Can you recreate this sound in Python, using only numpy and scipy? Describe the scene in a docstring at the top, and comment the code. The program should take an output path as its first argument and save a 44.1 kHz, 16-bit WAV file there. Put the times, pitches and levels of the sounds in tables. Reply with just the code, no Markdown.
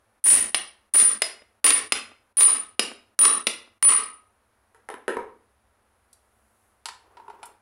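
"""Hammering out a gear shaft

A claw hammer drives a steel shaft out of an alloy gearbox cover lying on cardboard in a workshop.
Six heavy blows make the shaft shriek, the cover hop and the microphone overload; after five of them
the hammer drops back in a light tap. Then the hammer is laid on the floor, and the freed gear is
lifted out and set down with a soft scrape and a few clinks, over quiet air and a low hum."""
import sys
import numpy as np
from scipy import signal
from scipy.fft import rfft, irfft, next_fast_len
from scipy.io import wavfile
from scipy.ndimage import uniform_filter1d, minimum_filter1d

SR = 44100
rng = np.random.default_rng(int(sys.argv[2]) if len(sys.argv) > 2 else 0)


def transcribe(u):
    """Save the signal u as a 16-bit wav file named by the first command-line argument.

    u: samples, shape (n,) or (channels, n), limited to [-1, 1]; the rate is SR.
    q: integer samples, one column per channel.
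    """
    v = np.clip(np.atleast_2d(u).T, -1, 1)
    q = np.round(v * 32767).astype(np.int16)
    wavfile.write(sys.argv[1], SR, q)


N = 335601


# Heavy blows: t/s, shaft ring/dB, cover ring/dB, landing delay/s, landing level/dB, rebound delay/s
HEAVY_BLOWS = [(0.241, 28, -23.5, 0.018, 1.5, 0.028), (0.9380, 25, -6.5, .011, 10.5, 0.031),
               (1.6432, 18, -6.5, .007, -2.5, 0.022), (2.37, 27, -2.5, .015, 7.5, 0.038),
               (3.1907, 23.5, 1.5, .014, 2.5, .024), (3.8263, 27, 1, .009, -3, .023)]
# The hammer drops back on the shaft: t/s, level/dB, shaft ring/dB
LIGHT_TAPS = [(0.5456, -7.5, -12.5), (1.2197, -6.5, -18), (1.9218, -4.5, -19.5), (2.7945, -6, -13.5),
              (3.4695, -6, -18.5)]

def hammering(tight_db=-10.5, loosening_s=0.4, late_click_s=0.062):
    """Heavy blows, each followed by a rebound of the shaft and a weaker late click; light taps between."""
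    out = np.zeros(N)
    first_s = HEAVY_BLOWS[0][0]
    for s, shaft_db, cover_db, _, _, rebound_s in HEAVY_BLOWS:
        rattle_db = tight_db * np.exp((first_s - s) / loosening_s)  # rises as the shaft works loose
        add(out, s, strike(11, shaft_db, cover_db, head_db=1, chatter_db=rattle_db + 2, tilt_db=0))
        add(out, s + rebound_s, amp(rattle_db) * click_and_clang(cover_db))
        add(out, s + late_click_s, amp(rattle_db - 6.5) * click_and_clang(cover_db))
    for s, db, shaft_db in LIGHT_TAPS:
        tap = strike(db, shaft_db, cover_db=db - 24, head_db=db - 6.5, chatter_db=db - 19, tilt_db=-1.5)
        add(out, s, tap)
    return out


# Bright crack of steel on steel: f/Hz, level/dB
STEEL_EQ = [(30, -15), (140, -11), (220, -3.5), (480, -2), (750, -6.5), (1100, -7), (2000, 4.5),
            (2900, 2.5), (4300, 0.5), (6500, -5.5), (8500, -4.5), (10000, 10), (12000, -16.5), (16000, -33)]
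# Shriek of the shaft, ping of the hammer head, clang of the cover: f/Hz, level/dB, t60/s
SHAFT_MODES = [(7865, -31, .18), (9390, -8, .055), (9455, -34, .42), (9462, 0, .075), (9508, -6, .08),
               (9680, -10, .022)]
HEAD_MODES = [(2270, -11, .06), (2630, -6, .04), (2880, 1, .025), (3820, -3, .025), (4320, -8, .05),
              (5030, 0, .07), (5033, -28, .35), (5656, -22, .25)]
COVER_MODES = [(437, -12, .1), (1015, -3, .05), (1085, 0, .05), (1140, 0, .06), (1205, -2, .06),
               (1250, -22, .5), (1310, -4, .06), (1850, -8, .04), (2700, -8, .04), (2830, -25, .4),
               (3060, -10, .07)]

def strike(crack_db, shaft_db, cover_db, head_db, chatter_db, tilt_db):
    """Steel cracks on steel and rattles; shaft, head and cover ring on, blurred by the room."""
    crack = amp(crack_db) * contact(STEEL_EQ, tilt_db, t60=0.025, scatter=1.7)
    rattle = amp(chatter_db) * chatter()
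    ping = amp(head_db) * ring(HEAD_MODES)
    return (workshop(crack + rattle + ping, wet_db=-12.5)
            + workshop(amp(shaft_db) * ring(SHAFT_MODES), wet_db=-6)
            + workshop(amp(cover_db) * ring(COVER_MODES, detune=0.0072), wet_db=-12))


def click_and_clang(cover_db):
    """A short, bright click with a faint clang of the cover."""
    click = amp(2.5) * contact(STEEL_EQ, tilt_db=1.7, t60=0.014, scatter=1.6)
    clang = amp(cover_db - 5.5) * ring(COVER_MODES, detune=0.026)
    return workshop(click, wet_db=-17) + workshop(clang, wet_db=-10.5)


def chatter(count=10, span_s=0.085, fall_db_per_s=230):
    """The shaft rattles in its bearing: irregular small contacts that weaken quickly."""
    jitter, softness = rng.random((count, 2)).T
    s = span_s * (np.arange(count) + jitter) / count
    impulses = np.zeros(SR // 2)
    impulses[(s * SR).astype(int)] = amp(-fall_db_per_s * s - 10 * softness)
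    tick = contact(STEEL_EQ, tilt_db=-0.3, t60=0.006, scatter=0.8)[:2048]
    return signal.fftconvolve(impulses, tick)[:SR // 2]


# Dull thud of the cover on cardboard: f/Hz, level/dB
CARDBOARD_EQ = [(30, -9.5), (100, -3), (150, -8), (240, 2), (500, 5), (1200, 8), (3000, 4), (7000, -16),
                (10000, -4.5), (12000, -15.5), (16000, -23.5)]
# The cover settles between blows: t/s, level/dB
COVER_SETTLES = [(0.424, -41.5), (1.42, -47.5), (2.117, -47), (2.916, -37), (3.376, -40), (3.676, -52)]

def hopping_cover():
    """The cover jumps under each blow and lands dully; later it settles with a darker thud."""
    out = np.zeros(N)
    landings = [(s + delay_s, db) for s, _, _, delay_s, db, _ in HEAVY_BLOWS]
    for hits, tilt_db in [(landings, -1), (COVER_SETTLES, -4)]:
        for s, db in hits:
            thud = contact(CARDBOARD_EQ, tilt_db, t60=0.03, scatter=1.8)
            add(out, s, amp(db) * workshop(thud, wet_db=-28))
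            add(out, s, amp(db - 25) * thump())
    return out


def thump(hz=105, t60=0.05):
    """The cover's weight presses the cardboard against the floor: a low, quickly damped swing."""
    t = np.arange(SR // 4) / SR
    return decay(t, t60) * np.sin(2 * np.pi * hz * t)


# The hammer meets the floor: t/s, level/dB, tilt/(dB per octave), reverb/dB
FLOOR_KNOCKS = [(4.7467, -52, 4.5, 1), (4.8883, -30.5, 4, -7), (4.9010, -32, 4, 1), (4.941, -34, 1.5, -9),
                (5.08, -18, 2, 0), (5.1690, -23, 0.5, -2)]
# Dark body of a floor knock: f/Hz, level/dB
FLOOR_EQ = [(60, -10.5), (150, -15), (222, -6.5), (320, -4), (440, 7), (620, -9.5), (850, -3.5),
            (1300, -11), (1750, -9), (2450, -20), (4000, -36.5), (7500, -42), (10200, -27.5), (15000, -70)]
# Short ring of the handle: f/Hz, level/dB, t60/s
HANDLE_MODES = [(763, -4, 0.074), (961, 3, 0.089), (1292, 4, 0.036), (1480, -13, 0.052), (1733, -19, 0.03),
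                (2130, -16, 0.023)]

def hammer_laid_down():
    """Head and handle knock on the floor, and the handle rings briefly."""
    out = np.zeros(N)
    for s, db, tilt_db, wet_db in FLOOR_KNOCKS:
        knock = contact(FLOOR_EQ, tilt_db, t60=0.014, scatter=5.7)
        handle = amp(-9) * ring(HANDLE_MODES, detune=0.028)
        add(out, s, workshop(amp(db) * (knock + handle), wet_db))
    return out


# The gear slips free and is set down: t/s, level/dB, tilt/(dB per octave), grip/(0-1)
GEAR_CLINKS = [(6.1298, -48, 19, 0.86), (6.8567, -27, 7.5, 0.1), (6.886, -31, 4, 0),
               (7.17, -40.5, -0.5, 0.92), (7.1983, -41, -4, 0.9), (7.2802, -34, -7, 0.9),
               (7.2992, -36, -2, .7), (7.43, -34, -1, 0), (7.4560, -41.5, 27, 0.75)]
# Attack of a clink: f/Hz, level/dB
CLINK_EQ = [(88, -66.5), (150, -60.5), (197, -30), (315, -32), (368, -6), (578, -20.5), (960, 1.5),
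            (1170, -13.5), (1420, -7.5), (1630, -16), (2920, -20), (4580, -21.5), (6640, -35), (9820, -35),
            (16000, -78)]
# Chime of the gear: f/Hz, level/dB, t60/s
GEAR_MODES = [(919, 4, 0.17), (1000, -0.5, 0.32), (1930, -7, 0.1), (3800, -15, 0.093), (4060, -16, 0.088),
              (5100, -5.5, 0.045), (7500, -17, 0.1), (7560, -4, 0.15), (9900, 5, 0.098)]

def clinking_gear(full_grip_db=-20):
    """The gear clinks; the firmer the hand holds it, the quieter it rings."""
    out = np.zeros(N)
    for s, db, tilt_db, grip in GEAR_CLINKS:
        clink = contact(CLINK_EQ, tilt_db, t60=0.042, scatter=4.7)
        chime = amp(-16 + full_grip_db * grip) * ring(GEAR_MODES, detune=0.0111)
        add(out, s, workshop(amp(db) * (clink + chime), wet_db=-7))
    return out


# Muffled scrape on cardboard: f/Hz, level/dB
SCRAPE_EQ = [(100, 1), (250, -7), (420, 4), (600, -4), (950, 3.5), (1500, -7), (4000, -27.5), (16000, -33)]

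def dragging_gear(grain=0.24):
    """The gear's teeth scrape softly over the cardboard."""
    roughness = np.exp(grain * wander(300))
    envelope = stroke(start_s=6.83, end_s=7.6, attack_s=0.48, release_s=0.12)
    return amp(-55.5) * envelope * unit_rms(roughness * noise(SCRAPE_EQ))


# Thin, high hiss of the fingers: f/Hz, level/dB
SKIN_EQ = [(2000, -16), (5000, -13), (8000, -4), (10200, 3), (12500, -7), (16000, -14)]

def fingers():
    """Skin slides over metal with a faint hiss."""
    envelope = stroke(start_s=5.75, end_s=6.86, attack_s=0.96, release_s=0.2)
    return amp(-71.5) * envelope * noise(SKIN_EQ)


# Reverb time of the workshop: f/Hz, t60/s
ROOM_DECAY = [(200, 0.51), (530, .4), (1400, 0.41), (3700, 0.36), (9700, 0.28), (15000, 0.24)]

def workshop(sound, wet_db, build_s=0.0023):
    """Direct sound plus dense reflections that build up quickly, each band dying at its own speed."""
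    hz, t, bands = signal.stft(rng.standard_normal(SR // 2), SR, nperseg=256)
    tail = signal.istft(bands * decay(t, curve(ROOM_DECAY, hz)[:, None]), SR)[1]
    tail *= 1 - np.exp(-np.arange(len(tail)) / SR / build_s)
    response = amp(wet_db) * tail / np.linalg.norm(tail)
    response[0] += 1
    return signal.fftconvolve(sound, response)


# Low hum, ahead of its waver and swell: f/Hz, level/dB
HUM_TONES = [(65, -64.5)]
# Bass-heavy bed of air: f/Hz, level/dB
AIR_EQ = [(25, -7), (64, 0.5), (108, 0.5), (149, -15.5), (212, -12.5), (263, -21), (503, -17), (800, -16),
          (1370, -18), (3340, -32), (7920, -38.5), (10100, -26), (12000, -39), (16000, -45.5)]

def room_tone():
    """Quiet air and a low, wavering hum that swells once the hammering is over."""
    t = np.arange(N) / SR
    hum = sum(amp(db) * np.sqrt(2) * np.sin(2 * np.pi * hz * t) for hz, db in HUM_TONES)
    waver = 1 + 0.49 * wander(4000)
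    swell = np.interp(t, [4.2, 4.9], [0.3, 0.9])
    return amp(-61.5) * noise(AIR_EQ) + hum * waver * swell


def contact(eq, tilt_db, t60, scatter, size=4096):
    """A sharp push and a short scatter of noise, coloured by eq and tilted by tilt_db per octave."""
    hz = abs(np.fft.fftfreq(size, 1 / SR))
    octaves = np.log2(np.maximum(hz, 200) / 1000)
    body = minimum_phase(curve(eq, hz) + tilt_db * octaves)
    burst = rng.standard_normal(size) * decay(np.arange(size) / SR, t60)
    burst *= scatter / np.linalg.norm(burst)
    burst[0] += 1  # the push
    sound = np.pad(signal.fftconvolve(burst, body), (0, SR // 2))[:SR // 2]
    return sound / np.linalg.norm(sound) * np.sqrt(0.005 * SR)  # the energy of 5 ms at rms 1


def ring(modes, detune=0.0023, spread_db=2.0):
    """Dying sines; every strike shares its energy differently, and a loose part shifts in pitch."""
    t = np.arange(SR // 2) / SR
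    shares = amp(spread_db * rng.standard_normal(len(modes))) * rng.choice([-1, 1], len(modes))
    shifts = 1 + detune * rng.uniform(-0.73, 1, len(modes))
    return sum(share * amp(db) * decay(t, t60) * np.sin(2 * np.pi * hz * shift * t)
               for share, shift, (hz, db, t60) in zip(shares, shifts, modes))


def stroke(start_s, end_s, attack_s, release_s):
    """Envelope of one hand movement: it swells and lets go."""
    t = np.arange(N) / SR
    return np.clip(np.minimum((t - start_s) / attack_s, (end_s - t) / release_s), 0, 1)


def noise(eq):
    """Steady coloured noise, rms 1."""
    size = next_fast_len(N, True)
    gain = amp(curve(eq, np.fft.rfftfreq(size, 1 / SR)))
    return unit_rms(irfft(rfft(rng.standard_normal(size)) * gain, size)[:N])


def wander(samples):
    """Random drift smoothed over so many samples, rms 1."""
    return unit_rms(uniform_filter1d(rng.standard_normal(N), samples))


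def minimum_phase(gain_db):
    """Impulse response without pre-ringing, from a two-sided spectrum."""
    log_spectrum = np.conj(signal.hilbert(np.log(amp(gain_db))))
    response = np.fft.ifft(np.exp(log_spectrum)).real
    return response[:len(response) // 2]


def curve(points, hz):
    """Joins breakpoints by straight lines on a log-frequency axis."""
    f, value = np.transpose(points)
    return np.interp(np.log(hz + 1), np.log(f + 1), value)


def decay(t, t60):
    """Envelope that falls 60 dB in t60 seconds."""
    return np.exp(-np.log(1000) * t / t60)


def amp(db):
    """Decibels to amplitude."""
    return 10 ** (np.asarray(db) / 20)


def unit_rms(x):
    """Scales to rms 1."""
    return x / np.sqrt(np.mean(x ** 2) + 1e-20)


def add(mix, s, sound):
    """Mixes a sound in at s seconds."""
    part = mix[round(s * SR):][:len(sound)]
    part += sound[:len(part)]


def scene():
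    """Everything heard at the microphone, in mono."""
    impacts = hammering() + hopping_cover() + hammer_laid_down() + clinking_gear()
    return (impacts + dragging_gear() + fingers() + room_tone())[None]


def overload(x, ceiling_db):
    """The preamplifier saturates: a loud ring is flattened and crowds out everything else."""
    ceiling = amp(ceiling_db)
    oversampled = signal.resample_poly(x, 4, 1)
    return signal.resample_poly(ceiling * np.tanh(oversampled / ceiling), 1, 4)


def gain_control(x, threshold_db, slope, recovery_db_per_s, look_ahead_s=0.037, first_step_db=10):
    """Gain that steps down just ahead of a loud sound, ducks fully on it and climbs back steadily."""
    level_db = 10 * np.log10(abs(uniform_filter1d(x ** 2, size=400)) + 1e-12)
    cut_db = slope * np.maximum(level_db - threshold_db, 0)
    half = int(look_ahead_s * SR / 2)
    coming_db = -minimum_filter1d(-cut_db, 2 * half + 1, origin=-half)
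    cut_db = np.maximum(cut_db, np.minimum(coming_db, first_step_db))
    climb_db = np.arange(N) / SR * recovery_db_per_s
    held_db = np.maximum.accumulate(cut_db + climb_db) - climb_db
    return amp(-uniform_filter1d(held_db, size=200))


# Low cut that thins the bass: f/Hz, level/dB
LOW_CUT_EQ = [(25, -15.5), (100, -10.5), (155, -21.5), (215, -1), (300, -1.5)]

def record(dry, top_hz=15900):
    """The blows overload and duck the signal; then the bass is thinned and the top cut off."""
    gain = gain_control(dry[0], threshold_db=-21, slope=0.46, recovery_db_per_s=195)
    squashed = gain * overload(dry[0], ceiling_db=5.5)
    low_cut = minimum_phase(curve(LOW_CUT_EQ, abs(np.fft.fftfreq(8192, 1 / SR))))
    high_cut = signal.firwin(401, top_hz, window=("kaiser", 8), fs=SR)
    thinned = signal.oaconvolve(squashed, low_cut)[:N]
    return signal.oaconvolve(thinned, high_cut, "same")[None]


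dry = scene()
out = record(dry)
transcribe(out)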